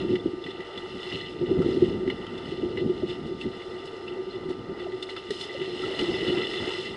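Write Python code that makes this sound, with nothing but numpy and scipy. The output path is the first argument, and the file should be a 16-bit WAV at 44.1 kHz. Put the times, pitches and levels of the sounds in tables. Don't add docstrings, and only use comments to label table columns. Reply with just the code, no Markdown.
import sys
import numpy as np
from scipy import signal
from scipy.fft import rfft, irfft, next_fast_len
from scipy.io import wavfile
from scipy.ndimage import uniform_filter1d

SR = 44100
rng = np.random.default_rng(int(sys.argv[2]) if len(sys.argv) > 2 else 0)


def bounce(signal):
    frames = np.transpose(np.atleast_2d(signal))
    limited = np.clip(frames, -1, 1)
    pcm = np.round(limited * 32767).astype(np.int16)
    wavfile.write(sys.argv[1], SR, pcm)


N = 306936
T = np.arange(N) / SR
SIZE = next_fast_len(N + SR // 2)
F = np.maximum(np.arange(SIZE // 2 + 1) * SR / SIZE, 1)


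def undb(db):
    return 10 ** (np.asarray(db) / 20)


def shape(points):
    hz, db = np.transpose(points)
    return undb(np.interp(np.log(F), np.log(hz), db))


def causal(gain):
    cepstrum = irfft(np.log(gain), SIZE)
    cepstrum[1:SIZE // 2] *= 2
    cepstrum[SIZE // 2 + 1:] = 0
    return np.exp(rfft(cepstrum))


def through(x, response):
    return irfft(rfft(x, SIZE) * response, SIZE)[:N]


def band(lo_hz, hi_hz):
    return 1 / np.sqrt((1 + (lo_hz / F) ** 8) * (1 + (F / hi_hz) ** 8))


def noise():
    return rng.standard_normal(N)


def walk(rate):
    k = int(SR / rate)
    steps = np.repeat(rng.standard_normal(N // k + 1), k)
    return 0.92 * uniform_filter1d(uniform_filter1d(steps, k), k)[:N]


def curve(points):
    s, *columns = np.transpose(points)
    return [np.interp(T, s, db) for db in columns]


def bump(at, db, fall_s, rise=1.0):
    return db - 10 * ((T - at) / np.where(T < at, rise * fall_s, fall_s)) ** 2


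def together(*levels_db):
    return 10 * np.log10(sum(undb(db) ** 2 for db in levels_db) + 1e-18)


def played(source, response, db, lo_hz, hi_hz):
    unit = np.std(through(source, response * band(lo_hz, hi_hz)))
    return through(source * undb(db) / unit, response)


def add(out, s, sound):
    i = int(s * SR)
    out[i:i + len(sound)] += sound[:N - i]


def decay(t, t60_s):
    return np.exp(-np.log(1000) * t / t60_s)


def housing():
    # (frequency [Hz], width about 4 dB down [Hz], relative level [dB])
    resonances = [(367.3, 34.2, 2.5), (448.3, 50, -11), (678, 91, -24.5), (875, 122, -24),
                  (1337, 136, -20.5), (1891, 62, -19), (2001.6, 78.6, -12.5), (2722, 62, -14.5),
                  (2923, 111, -12), (3140, 310, -23), (3497, 75, -12.5), (3735, 370, -24.5),
                  (4040, 38, -28), (4129, 79, -17.5), (4463, 68, -24), (4790, 63, -28), (5095, 108, -23),
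                  (5450, 60, -33), (6030, 60, -41), (6400, 300, -53.5), (6800, 430, -45.5), (7750, 50, -38),
                  (8340, 120, -40), (8980, 48, -44), (9900, 30, -39.5), (10940, 120, -49.5)]
    # (frequency [Hz], relative level [dB])
    leak = [(30, -47), (300, -31.5), (1100, -34), (2400, -46), (5000, -43.5), (7500, -46.5), (11000, -53.5)]
    skirt = 1.34
    power = sum(undb(db) ** 2 / (1 + (2 * (F - hz) / width) ** 2) ** skirt
                for hz, width, db in resonances)
    return causal(np.sqrt(power + shape(leak) ** 2))


def wind(cavity):
    # (time [s], rumble on the capsule [dB], ringing of the cavity [dB])
    strength = [(0.0, -34, -35), (0.48, -54, -42), (1.1, -50.5, -44), (1.39, -45.5, -38),
                (1.57, -37, -30.5), (1.68, -32.5, -30), (1.94, -34.5, -31), (2.09, -43, -34),
                (2.29, -44.5, -42), (2.77, -39, -33.5), (3.37, -43, -39.5), (3.68, -50.5, -41),
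                (3.99, -53.5, -41), (4.57, -45, -42), (4.82, -49.5, -36.5), (5.12, -56, -42),
                (5.93, -46.5, -36), (6.2, -39, -29), (6.61, -48, -37), (6.96, -49.5, -40.5)]
    # (time of the height [s], rumble level [dB])
    puff_heights = [(.119, -31.5), (0.269, -33), (.345, -40), (.481, -42), (.786, -44.5), (.96, -43),
                    (1.153, -34.5), (1.417, -30), (1.515, -26.5), (1.602, -24.5), (1.74, -35),
                    (1.836, -24.5), (1.9, -32), (2.076, -32.5), (2.48, -38.5), (2.644, -32.5),
                    (2.86, -31.5), (3.046, -36.5), (3.115, -37.5), (3.255, -35.5), (3.464, -33.5),
                    (4.114, -48), (4.38, -48), (4.496, -36), (4.596, -41), (4.705, -34.5), (5.308, -48),
                    (5.46, -49.5), (5.598, -41), (6.015, -30.5), (6.103, -29.5), (6.292, -31), (6.628, -38),
                    (6.806, -46), (6.92, -45)]
    # (frequency [Hz], relative level [dB per Hz])
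    rumble_colour = [(15, -22.5), (30, -16), (60, -6.5), (120, -1.5), (200, 2), (300, 2.5), (450, -10.5),
                     (560, -14.5), (800, -63.5)]
    puff_s = 0.028
    ring_puff_db = -2.5
    wind_db, ring_db = curve(strength)
    puff_db = together(*(bump(at, db, puff_s) for at, db in puff_heights))
    rumble_db = together(wind_db, puff_db)
    ring_db = together(ring_db, puff_db + ring_puff_db)
    gusty = noise() * undb(2.96 * walk(25.01) + 0.7 * walk(11))
    fluttering = noise() * undb(1.32 * walk(30) + 1.35 * walk(9))
    rumble = played(gusty, shape(rumble_colour), rumble_db, 50, 260)
    ring = played(fluttering, cavity * band(250, 700), ring_db, 290, 500)
    return rumble + ring


def droplets(rate, cycles, lo_hz, hi_hz, spread_db, most_db):
    out = np.zeros(N)
    for at, pitch, size in rng.random((int(rate * N / SR), 3)):
        hz = lo_hz * (hi_hz / lo_hz) ** pitch
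        turn = T[:int(3 * cycles * SR / hz)] * hz
        ring = np.exp(-2 * turn / cycles) * np.sin(2 * np.pi * turn * (1 + 0.041 * turn / cycles))
        size_db = min(-spread_db * np.log(1 - size), most_db)
        add(out, at * N / SR, undb(size_db) * ring)
    return out / np.std(out)


def water(cavity):
    # (time [s], churning [dB], fine spray relative to it [dB], deep sloshing relative to it [dB])
    churning = [(0.0, -43.5, -24, 2.5), (0.23, -53, -21.5, -11), (0.43, -51, -23, -8),
                (0.62, -46.5, -26, -2), (0.87, -49.5, -21.5, -1.5), (1.16, -39.5, -25, -8),
                (1.36, -49.5, -24, -8), (1.57, -48.5, -22.5, -5.5), (1.76, -45, -23.5, -7.5),
                (2.04, -52, -22.5, -4), (2.38, -48, -23.5, 1), (3.39, -52.5, -21.5, -9),
                (3.53, -49, -20.5, -1), (4.69, -55.5, -21.5, -2.5), (5.72, -41.5, -22.5, -6),
                (5.8, -39, -23, -3.5), (6.14, -36, -24, -3), (6.67, -37.5, -22, -2.5),
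                (6.86, -39, -19.5, -5.5), (6.96, -46.5, -22, 1)]
    # (time of the height [s], level [dB], spray relative to it [dB], fall time to 10 dB down [s])
    heaves = [(.12, -48, -25, 0.045), (.47, -45, -29, .06), (.79, -51, -19, 0.033),
              (1.04, -43.5, -24, 0.068), (1.15, -40.5, -29, 0.086), (1.7, -45.5, -20.5, 0.11),
              (1.85, -48, -22, 0.087), (2.109, -44.5, -34, .03), (2.5, -47.5, -23, 0.045),
              (2.79, -44, -39, 0.035), (3.105, -42, -25, 0.055), (3.42, -43, -21, 0.034),
              (4.09, -59, -36, 0.027), (4.32, -50, -25, 0.045), (4.505, -46, -19, 0.023),
              (4.81, -48, -28, 0.05), (5.101, -43, -22, 0.022), (5.18, -41.5, -26, .02),
              (5.34, -45, -15, 0.061), (5.418, -40.5, -15, 0.054), (5.54, -59, -11, 0.05),
              (5.64, -41, -31, 0.068), (6.01, -35.5, -22, 0.035), (6.28, -41, -25, .05),
              (6.4, -38, -35, 0.054), (6.55, -44, -27, .05)]
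    edges_hz = [1530, 2280, 3250, 3850, 5400]
    rise = 0.71
    lapping_db, heave_slosh_db = -51, -7

    steady_db, fine_db, deep_db = curve(churning)
    heave_db = together(*(bump(at, db, fall, rise) for at, db, _, fall in heaves))
    heave_spray_db = together(*(bump(at, db + fine, fall, rise) for at, db, fine, fall in heaves))
    churn_db = together(steady_db, heave_db)
    spray_db = together(steady_db + fine_db, heave_spray_db)
    slosh_db = together(lapping_db, steady_db + deep_db, heave_db + heave_slosh_db)

    surge = walk(16)
    churn = noise() + 0.87 * droplets(900, 3.7, 1566, 5560, 3.0, 8.9)
    churn = churn * undb(0.57 * surge + 1.08 * walk(60))
    churn = sum(through(churn, band(lo, hi)) * undb(1.2 * walk(35))
                for lo, hi in zip(edges_hz, edges_hz[1:]))
    spray = noise() + 0.48 * droplets(1200, 8.9, 4990, 10500, 4.6, 12.0)
    spray = spray * undb(0.51 * surge + 0.86 * walk(13))
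    slosh = noise() + 0.21 * droplets(250, 5.1, 475.0, 1690, 2.4, 8.9)
    slosh = slosh * undb(0.41 * surge + 3.5 * walk(9))
    return (played(churn, cavity, churn_db, 1100, 6600)
            + played(spray, cavity * band(4170, 14000), spray_db, 7080, 9700)
            + played(slosh, cavity * band(462, 1810), slosh_db, 452, 2500))


def hiss():
    # (frequency [Hz], relative level [dB per Hz])
    hiss_colour = [(15, -2), (40, 12.5), (120, 4.5), (400, -12.5), (1000, 1), (3000, -8), (5200, -6),
                   (6000, -16.5), (8500, -24), (11000, -28)]
    x = through(noise(), shape(hiss_colour))
    return undb(-58) * x / np.std(x)


def whine():
    # (multiple of the mains frequency, level [dB rms])
    harmonics = [(1, -61), (7, -61), (8, -61.5), (9, -58.5), (12, -54), (13, -60), (15, -67.5)]
    mains_hz = 100.05
    return sum(np.sqrt(2) * undb(db) * np.sin(2 * np.pi * (k * mains_hz * T + rng.random()))
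               for k, db in harmonics)


def burst_through(burst, response):
    return through(burst, response / np.sqrt(np.mean(np.abs(response) ** 2)))


def spray_through(burst, cavity):
    return 0.8 * burst_through(burst, cavity * band(4400, 14000))


def slaps(cavity):
    # (time [s], level before mixing and filtering [dB], centre [Hz], spray relative to it [dB])
    slap_list = [(0.0153, -24.5, 1980, -31), (0.1545, -18.5, 1997, -35), (0.4394, -24.5, 3490, -31),
                 (0.4638, -23, 1980, -28), (0.5053, -22.5, 3490, -38), (0.6035, -25, 1980, -27),
                 (0.775, -20, 3470, -34), (1.1238, -21, 2860, -34), (1.6195, -25.5, 1310, -20.5),
                 (2.0752, -22.5, 2000, -30), (2.1001, -16.5, 2034, -49), (2.2662, -25.5, 3080, -24),
                 (2.377, -26.5, 3480, -21), (2.4558, -26.5, 2900, -31), (2.7719, -21.5, 1980, -35),
                 (3.0784, -27, 2930, -27), (3.0958, -21.5, 3560, -30), (3.4116, -24, 2690, -21),
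                 (3.6182, -28, 2080, -32), (4.0781, -26.5, 2690, -38), (4.4902, -32, 1950, -20),
                 (4.7953, -27, 1960, -43), (4.9198, -29, 1980, -34), (5.025, -19.5, 3580, -12.5),
                 (5.0893, -23.5, 2030, -35), (5.1637, -18, 1320, -37), (5.3053, -20, 1910, -10.5),
                 (5.4093, -21.5, 3530, -15), (5.6156, -25.5, 2020, -29), (5.8775, -28, 2000, -26),
                 (5.9908, -11.5, 2870, -28), (6.535, -16.5, 2900, -34), (6.7116, -23, 3500, -30)]
    centre_share, body_share = 0.26, 0.18
    body, spray, centre = np.zeros((3, N))
    t = T[:SR // 5]
    for at, db, hz, spray_db in slap_list:
        wide, fine, slow, ragged = rng.standard_normal((4, len(t)))
        fade = (1 - np.exp(-t / 0.00085)) * (decay(t, 0.05) + 0.38 * np.exp(-t / 0.0025))
        fade = fade * undb(0.95 * uniform_filter1d(ragged, size=100) * 10)
        wobble = 1 + 0.5 * uniform_filter1d(slow, size=100) * 10
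        add(body, at, undb(db) * fade * wide)
        add(spray, at, undb(db + spray_db) * fade * fine)
        add(centre, at, undb(db) * fade * wobble * np.sin(2 * np.pi * hz * t))
    return (centre_share * centre + body_share * burst_through(body, cavity * band(680, 4900))
            + spray_through(spray, cavity))


def buffets():
    # (time [s], peak of the swell [dB], swell time [s])
    knocks = [(0.045, -18, .0059), (0.086, -23.5, 0.017), (0.119, -20, 0.021), (0.257, -13, 0.0041),
              (0.272, -23, 0.0044), (0.331, -24, 0.0057), (0.589, -26.5, 0.009), (1.055, -32, 0.02),
              (1.425, -22, 0.0093), (1.405, -19, 0.011), (1.51, -13.5, 0.0079), (1.555, -22, 0.0042),
              (1.606, -18.5, 0.0082), (1.659, -15.5, 0.0056), (1.687, -14.5, 0.0026), (1.766, -18, 0.0079),
              (1.817, -7.5, 0.0096), (2.027, -20, 0.0075), (2.072, -17.5, 0.0083), (2.519, -25.5, 0.0081),
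              (2.629, -17, 0.0083), (2.78, -22.5, 0.0058), (2.808, -21.5, 0.013), (2.892, -17, 0.0093),
              (3.03, -17.5, 0.0062), (3.451, -24.5, 0.016), (3.305, -27, 0.013), (3.835, -32.5, .018),
              (4.262, -28, 0.016), (4.342, -30, 0.015), (4.45, -23.5, 0.013), (4.501, -24, 0.0082),
              (4.92, -30, 0.028), (5.605, -25, 0.016), (5.833, -35, 0.0044), (6.023, -18.5, 0.004),
              (6.084, -19.5, 0.0067), (6.135, -22, 0.0095), (6.225, -21, 0.0057), (6.264, -25, 0.011),
              (6.299, -22, .0066), (6.328, -23, 0.01), (6.37, -20, .0063), (6.597, -23, .01),
              (6.675, -24, 0.0048)]
    cavity_hz, sag, scatter = 379.8, 0.17, 0.015
    out, t = np.zeros(N), T[:SR // 5]
    for at, db, length in knocks:
        pitch, thump = rng.uniform(-0.98, 1, 2)
        swell = undb(db) * (t / length * np.exp(1 - t / length)) ** 2
        hz = (cavity_hz - sag / length) * (1 + scatter * pitch)
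        thump_hz = 165 + 75 * thump
        add(out, at, swell * (np.sin(2 * np.pi * hz * t) + 0.19 * np.sin(2 * np.pi * thump_hz * t)))
    return out


def gulps_and_knock():
    # (time [s], level before onset and decay [dB], starting pitch [Hz],
    #  glide, half the change of pitch [share per s])
    tones = [(.197, -32, 3480, 0.5), (1.624, -38, 1340, 1), (3.022, -27, 600, 2), (4.079, -31, 2750, 4.5),
             (4.307, -36, 4100, 1), (4.864, -26, 740, -8), (5.305, -15, 412, 0), (5.835, -28, 1340, -0.5),
             (5.548, -23.5, 547, -0.5)]
    out, t = np.zeros(N), T[:SR // 5]
    for at, db, hz, glide in tones:
        t60_s = 12 / hz + 0.04
        fade = (1 - np.exp(-t / 0.0027)) * decay(t, t60_s)
        add(out, at, undb(db) * fade * np.sin(2 * np.pi * hz * t * (1 + glide * t)))
    return out


def flecks(cavity):
    # (time [s], level before mixing and filtering [dB])
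    fleck_list = [(1.2935, -50), (3.2665, -51), (3.8548, -45.5), (5.1194, -52)]
    out, t = np.zeros(N), T[:SR // 5]
    for at, db in fleck_list:
        add(out, at, undb(db) * decay(t, 0.17) * rng.standard_normal(len(t)))
    return spray_through(out, cavity)


def scene():
    cavity = housing()
    steady = wind(cavity) + water(cavity) + hiss() + whine()
    events = slaps(cavity) + buffets() + gulps_and_knock() + flecks(cavity)
    return (steady + events)[None]


def record(dry):
    top_hz = 11020
    return signal.sosfilt(signal.ellip(10, 0.2, 60, top_hz, fs=SR, output="sos"), dry)


dry = scene()
out = record(dry)
bounce(out)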